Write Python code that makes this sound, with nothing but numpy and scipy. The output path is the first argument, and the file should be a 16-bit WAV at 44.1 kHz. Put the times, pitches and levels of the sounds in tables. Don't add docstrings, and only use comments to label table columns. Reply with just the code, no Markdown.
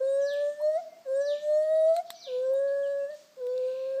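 import sys
import numpy as np
from scipy import signal
from scipy.fft import rfft, irfft
from scipy.io import wavfile
from scipy.ndimage import uniform_filter1d

SR = 44100
rng = np.random.default_rng(int(sys.argv[2]) if len(sys.argv) > 2 else 0)


def digitize_waveform(pressure):
    field = np.atleast_2d(pressure).T
    bounded = np.clip(field, -1, 1)
    quanta = np.round(bounded * 32767).astype(np.int16)
    wavfile.write(sys.argv[1], SR, quanta)


N = 176400
T = np.arange(N) / SR

# frequency_hz, gain_db
AIR_EQ = [(25, -32), (60, -21), (110, -9), (200, 2.5), (400, -.5), (800, -2.5), (1500, -5), (2500, -9),
          (4200, -6.5), (6000, -8), (8200, -13), (9500, -22.5), (12000, -18), (15000, -15)]
# frequency_hz, decay_s
GARDEN_DECAY = [(300, 1.2), (650, .9), (1800, 0.62), (4000, 0.54), (8000, 0.55), (15000, .25)]
# start_s, length_s, centre_hz, width_hz, level_db
# the row at 1.94 s is a brief narrow ring of the ape's overtone as the second hoot flicks upward
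NOISE_BANDS = [(0.4, 0.2, 6800, 800, -65), (.595, 0.036, 880, 190, -50), (0.68, 0.24, 5000, 1900, -64),
               (1.39, 0.12, 6600, 600, -64.5), (1.925, 0.11, 5500, 3200, -58.5),
               (1.94, 0.06, 4100, 250, -54), (2.03, 0.24, 4900, 1100, -61), (2.51, 0.06, 850, 220, -58),
               (3.1, 0.21, 5600, 2200, -62.5), (3.49, 0.58, 2620, 260, -63), (3.49, 0.56, 3900, 650, -63)]
# start_s, gain_db, centre_hz, width_octaves
TICKS = [(.296, -54.5, 12900, .12), (.337, -45, 12500, 0.15), (.617, -45, 12300, .25),
         (2.239, -47, 9260, .8), (2.538, -44, 12400, .3), (3.148, -51, 13100, .2), (3.468, -44, 12400, .2),
         (3.469, -41.5, 3600, .6), (3.579, -37, 4200, .25)]
# start_s, gain_db, ring_hz
SNAPS = [(1.9645, -30.5, 4100), (2.1038, -27, 4100)]
# frequency_hz, gain_db
SNAP_EQ = [(100, -46), (400, -24), (1500, -1.5), (2700, -9), (4200, 2.5), (6000, -20), (8000, -0.5),
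           (10000, -20.5), (14000, -7), (16000, -25)]
# start_s, length_s, from_hz, to_hz, level_db
PEEPS = [(.2, .035, 3500, 2950, -62), (.87, .12, 2130, 2080, -66), (2.12, .23, 2280, 2370, -65),
         (2.82, .065, 3450, 2700, -56), (2.98, .1, 2660, 2730, -66)]
# start_s, level_db
CHIPS = [(1.623, -58), (1.747, -59.5), (1.88, -57.5), (2.062, -59.5), (2.143, -54), (2.673, -57),
         (2.859, -64), (3.101, -61)]
# offset_s, pitch_hz, gain_db
WHISTLE_SHAPE = [(0, 6100, -9), (.012, 6030, -0.5), (.025, 5750, -3.5), (0.041, 5720, -6),
                 (.054, 4950, -1.5), (.072, 4148, 5), (.097, 3620, 3.5), (.122, 3018, -1.5),
                 (0.143, 2477, -11.5), (.17, 2197, -19)]
# start_s, level_db
WHISTLES = [(.211, -50.5), (1.204, -51), (2.154, -51)]
# time_s, pitch_hz
HOOT_PITCH = [
    [(0, 530.5), (.15, 549.3), (.29, 568.9), (.48, 584.3), (.6, 594.8), (.7, 618), (.75, 628.5),
     (.77, 651.4), (.787, 705), (.8, 725)],
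    [(1.045, 572.4), (1.085, 526.3), (1.12, 533.3), (1.25, 574), (1.39, 591.2), (1.55, 607.9),
     (1.73, 632.8), (1.84, 637.6), (1.935, 655.4), (1.985, 699.7), (2.005, 725.6)],
    [(2.255, 557.5), (2.3, 506.5), (2.36, 501.4), (2.5, 530.6), (2.63, 555.5), (2.73, 559.5), (3.07, 561.8),
     (3.095, 585), (3.115, 614), (3.15, 585.4)],
    [(3.365, 535), (3.42, 496.7), (3.46, 492.5), (3.55, 510.3), (3.63, 509), (3.78, 523.6), (4, 538.7)],
]
# time_s, level_db
HOOT_LEVEL = [
    [(0.0, -27), (0.238, -25), (0.302, -31), (0.432, -27), (0.49, -28), (0.554, -47), (0.644, -24.5),
     (0.694, -23), (0.726, -31), (0.768, -23.5), (0.782, -32), (0.8, -34.5)],
    [(1.048, -52.5), (1.064, -39.5), (1.088, -31.5), (1.12, -27.5), (1.21, -25), (1.24, -30.5),
     (1.322, -26), (1.35, -29.5), (1.4, -45.5), (1.44, -33), (1.498, -24.5), (1.576, -22), (1.66, -28.5),
     (1.716, -23.5), (1.916, -20.5), (1.966, -30), (1.992, -23.5), (2.003, -31.5)],
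    [(2.258, -63), (2.272, -39), (2.294, -36.5), (2.352, -29), (2.45, -28.5), (2.504, -25), (2.75, -28),
     (2.974, -29.5), (3.048, -30), (3.087, -40.5), (3.103, -34), (3.115, -45), (3.128, -37), (3.15, -43)],
    [(3.365, -42), (3.375, -46), (3.423, -33.5), (3.471, -30.5), (3.661, -28.5), (3.763, -34), (4.0, -30)],
]
# time_s, level_db
HOOT_THIRD = [
    [(0.01, -57.5), (0.072, -59), (0.136, -57.5), (0.3, -42), (0.466, -53), (0.676, -61), (0.758, -56),
     (0.81, -66)],
    [(1.045, -75.5), (1.053, -65.5), (1.219, -46), (1.443, -60.5), (1.733, -53.5), (1.943, -66),
     (1.969, -65), (2.015, -56.5)],
    [(2.255, -64), (2.409, -70), (2.449, -54), (2.493, -65), (2.611, -52.5), (2.727, -47.5), (3.129, -56),
     (3.15, -62)],
    [(3.365, -84), (3.421, -62), (3.431, -87.5), (3.469, -65.5), (3.673, -72), (3.685, -61.5),
     (3.829, -70.5), (3.99, -56.5)],
]
# gain_db, tilt_db_per_octave
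HOOT_BRIGHTNESS = [(-44.5, 0), (-43.5, 0), (-49.5, -.5), (-46, -7)]
# frequency_hz, gain_db
THROAT_EQ = [(2100, -12), (2900, -8), (3250, -11), (3600, -1), (4200, 1), (4800, -7), (5400, -2),
             (6100, -9), (7000, -3), (7500, -4), (8100, 2), (8700, -3), (9300, -17), (10500, -3),
             (11200, -16), (12400, -16), (15000, -21)]
# centre_hz, width_hz, boost_db
THROAT_PEAKS = [(3800, 55, 12), (3985, 50, 8), (4230, 70, 9), (4540, 40, 8), (5500, 60, 7), (5780, 40, 10),
                (6700, 35, 11), (7080, 90, 8), (7300, 50, 12), (7820, 45, 7), (8245, 50, 13),
                (10150, 40, 7)]


def amp(db):
    return 10 ** (np.asarray(db) / 20)


def unit(x):
    return x / np.sqrt(np.mean(x ** 2) + 1e-20)


def read(points, hz):
    f, value = np.transpose(points)
    return np.interp(np.log(hz + 1), np.log(f), value)


def curve(points, size=300):
    return uniform_filter1d(np.interp(T, *np.transpose(points)), size)


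def add(mix, start_s, sound):
    part = mix[max(round(start_s * SR), 0):][:len(sound)]
    part += sound[:len(part)]


def noise(shape, size):
    return unit(irfft(rfft(rng.standard_normal(size)) * shape(np.fft.rfftfreq(size, 1 / SR)), size))


def air(level_db=-63.5, drift_db=1):
    frames = dict(nperseg=1024, noverlap=768)
    _, _, bed = signal.stft(noise(lambda f: amp(read(AIR_EQ, f)), N), SR, **frames)
    patches = uniform_filter1d(rng.standard_normal(bed.shape), size=14, axis=0)
    patches = unit(uniform_filter1d(patches, size=18, axis=1))
    return amp(level_db) * unit(signal.istft(bed * amp(drift_db * patches), **frames)[1][:N])


def garden_echo(x, build_s=.0052, decay_scale=1):
    taps = rng.standard_normal(SR) * (rng.random(SR) < .1)
    hz, t, spectrum = signal.stft(taps, SR, nperseg=256)
    decay_s = decay_scale * read(GARDEN_DECAY, hz)[:, None]
    tail = signal.istft(spectrum * amp(-60 * t / decay_s), SR, nperseg=256)[1][:SR]
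    tail *= 1 - np.exp(-(T[:SR] / build_s) ** 2)
    return unit(signal.fftconvolve(x, tail)[:N]) * np.std(x)


def ground_bounce(x, count=7, gain=.2, within_s=.028):
    out = x.copy()
    for delay, polarity in rng.random((count, 2)):
        add(out, delay * within_s, gain * np.sign(polarity - .5) * x)
    return out / np.sqrt(1 + count * gain ** 2)


def noise_bands(rise_share=.41):
    out = np.zeros(N)
    for start, length, hz, width, level_db in NOISE_BANDS:
        progress = np.linspace(0, 1, int(length * SR))
        envelope = np.sin(np.pi / 2 * np.interp(progress, [0, rise_share, 1], [0, 1, 0]))
        band = noise(lambda f: np.exp(-.5 * ((f - hz) / width) ** 2), N)[:len(progress)]
        add(out, start, amp(level_db) * envelope * band)
    return out


def ticks(decay_s=.0011):
    out, t = np.zeros(N), T[:8192]
    for start, gain_db, hz, octaves in TICKS:
        burst = noise(lambda f: 1 / (1 + (np.log2((f + 1) / hz) / octaves) ** 2), len(t))
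        add(out, start, .5 * amp(gain_db) * np.exp(-t / decay_s) * burst)
    return out


def snaps(attack_s=.0003, hold_s=.0015, decay_s=.0008, tail_s=.014, ring_s=.012):
    out, t = np.zeros(N), T[:8192]
    attack = np.minimum(t / attack_s, 1)
    fall = np.exp(-np.maximum(t - hold_s, 0) / decay_s) + amp(-14) * np.exp(-t / tail_s)
    for start, gain_db, ring_hz in SNAPS:
        crack = .5 * fall * noise(lambda f: amp(read(SNAP_EQ, f)), len(t))
        ring = amp(-19) * np.exp(-t / ring_s) * np.sin(2 * np.pi * ring_hz * t)
        add(out, start, amp(gain_db) * attack * (crack + ring))
    return out


def bird_note(hz, gain, flutter_hz=220, pitch_depth=.007, flutter_db=2.5):
    wobble, flicker = (noise(lambda f: np.exp(-(f / flutter_hz) ** 2), SR)[:len(hz)] for _ in range(2))
    phase = 2 * np.pi * np.cumsum(hz * (1 + pitch_depth * wobble)) / SR
    envelope = gain * amp(flutter_db * np.minimum(flicker, 1)) * signal.windows.tukey(len(hz), .1)
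    return envelope * np.sin(phase)


def peeps():
    out = np.zeros(N)
    for start, length, from_hz, to_hz, level_db in PEEPS:
        progress = np.linspace(0, 1, int(length * SR))
        hz = from_hz + (to_hz - from_hz) * progress
        add(out, start, bird_note(hz, amp(level_db) * np.sin(np.pi * progress)))
    return out


def chips(length_s=.02, low_hz=2680, top_hz=4660):
    out = np.zeros(N)
    arch = np.sin(np.linspace(0, np.pi, int(length_s * SR)))
    for start, level_db in CHIPS:
        add(out, start, bird_note(low_hz + (top_hz - low_hz) * arch, amp(level_db) * (1 + arch) / 2))
    return out


def whistles():
    out = np.zeros(N)
    offset_s, hz, gain_db = np.transpose(WHISTLE_SHAPE)
    t = np.arange(0, offset_s[-1], 1 / SR)
    for start, level_db in WHISTLES:
        envelope = amp(level_db + np.interp(t, offset_s, gain_db))
        add(out, start, bird_note(np.interp(t, offset_s, hz), envelope))
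    return out


def birds(call_wet_db=3.5, peep_wet_db=-7):
    calls, soft = whistles() + chips(), peeps()
    return calls + amp(call_wet_db) * garden_echo(calls) + soft + amp(peep_wet_db) * garden_echo(soft)


def swell(depth_db=4.5, rate_hz=4.5, size=1000):
    hz = np.fft.rfftfreq(size, N / SR / size)
    drift = unit(irfft(rfft(rng.standard_normal(size)) * np.exp(-(hz / rate_hz) ** 2), size))
    return amp(depth_db * np.interp(T, np.linspace(0, T[-1], size), np.minimum(drift, 1)))


def throat_overtones(hz, phase, tilt_db, tilt_from_hz=4000, even_db=-2.5):
    grid_hz = np.arange(10, SR / 2, 10)
    peaks_db = sum(db * np.exp(-((grid_hz - centre) / width) ** 2) for centre, width, db in THROAT_PEAKS)
    treble_db = tilt_db * np.maximum(np.log2(grid_hz / tilt_from_hz), 0)
    colour = amp(read(THROAT_EQ, grid_hz) + peaks_db + treble_db)
    out = np.zeros(N)
    for k in range(4, 26):
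        gain = swell() * amp(even_db * (k % 2 == 0)) * np.interp(k * hz, grid_hz, colour)
        out += gain * np.sin(k * phase + 2 * np.pi * rng.random())
    return out


def hoot(pitch, level, third, brightness, fade_s=.014, settle_s=.05, flick_s=.045, flick_db=15):
    bright_db, tilt_db = brightness
    elapsed, remaining = T - level[0][0], level[-1][0] - T
    settled = np.clip(np.minimum(elapsed, remaining) / settle_s, 0, 1)
    jitter = (.003 + .02 * (1 - settled)) * noise(lambda f: 1 / (1 + (f / 40) ** 2), N)
    hz = curve(pitch) * (1 + jitter)
    phase = 2 * np.pi * np.cumsum(hz) / SR
    level_db = curve(level, size=600)
    body = amp(level_db) * np.sin(phase) + amp(curve(third)) * np.sin(3 * phase)
    second = amp(-32.5) * np.sin(2 * phase)
    sheen = amp(bright_db) * settled * throat_overtones(hz, phase, tilt_db)
    effort_db = -30 + .58 * (level_db + 30)
    overtones = amp(effort_db) * (second + sheen)
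    send = body * amp(flick_db * np.clip(2 - remaining / flick_s, 0, 1))
    gate = np.clip(elapsed / fade_s, 0, 1) * np.clip(remaining / fade_s + 1, 0, 1)
    return np.sqrt(2) * np.sin(np.pi / 2 * gate) ** 2 * np.array([body, overtones, send])


def ape(treeline_build_s=.05):
    hoots = zip(HOOT_PITCH, HOOT_LEVEL, HOOT_THIRD, HOOT_BRIGHTNESS)
    body, overtones, send = sum(hoot(*row) for row in hoots)
    bushes = amp(-30) * garden_echo(send, build_s=.016, decay_scale=.6)
    treeline = amp(-32) * garden_echo(send, treeline_build_s)
    treeline += amp(-16) * garden_echo(overtones, treeline_build_s)
    return body + ground_bounce(overtones) + bushes + treeline


def scene():
    return (ape() + birds() + noise_bands() + snaps() + ticks() + air())[None]


def record(dry, cutoff_hz=15500):
    lowpass = signal.firwin(511, cutoff_hz, window=("kaiser", 9), fs=SR)
    return signal.oaconvolve(dry, lowpass[None], "same")


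dry = scene()
out = record(dry)
digitize_waveform(out)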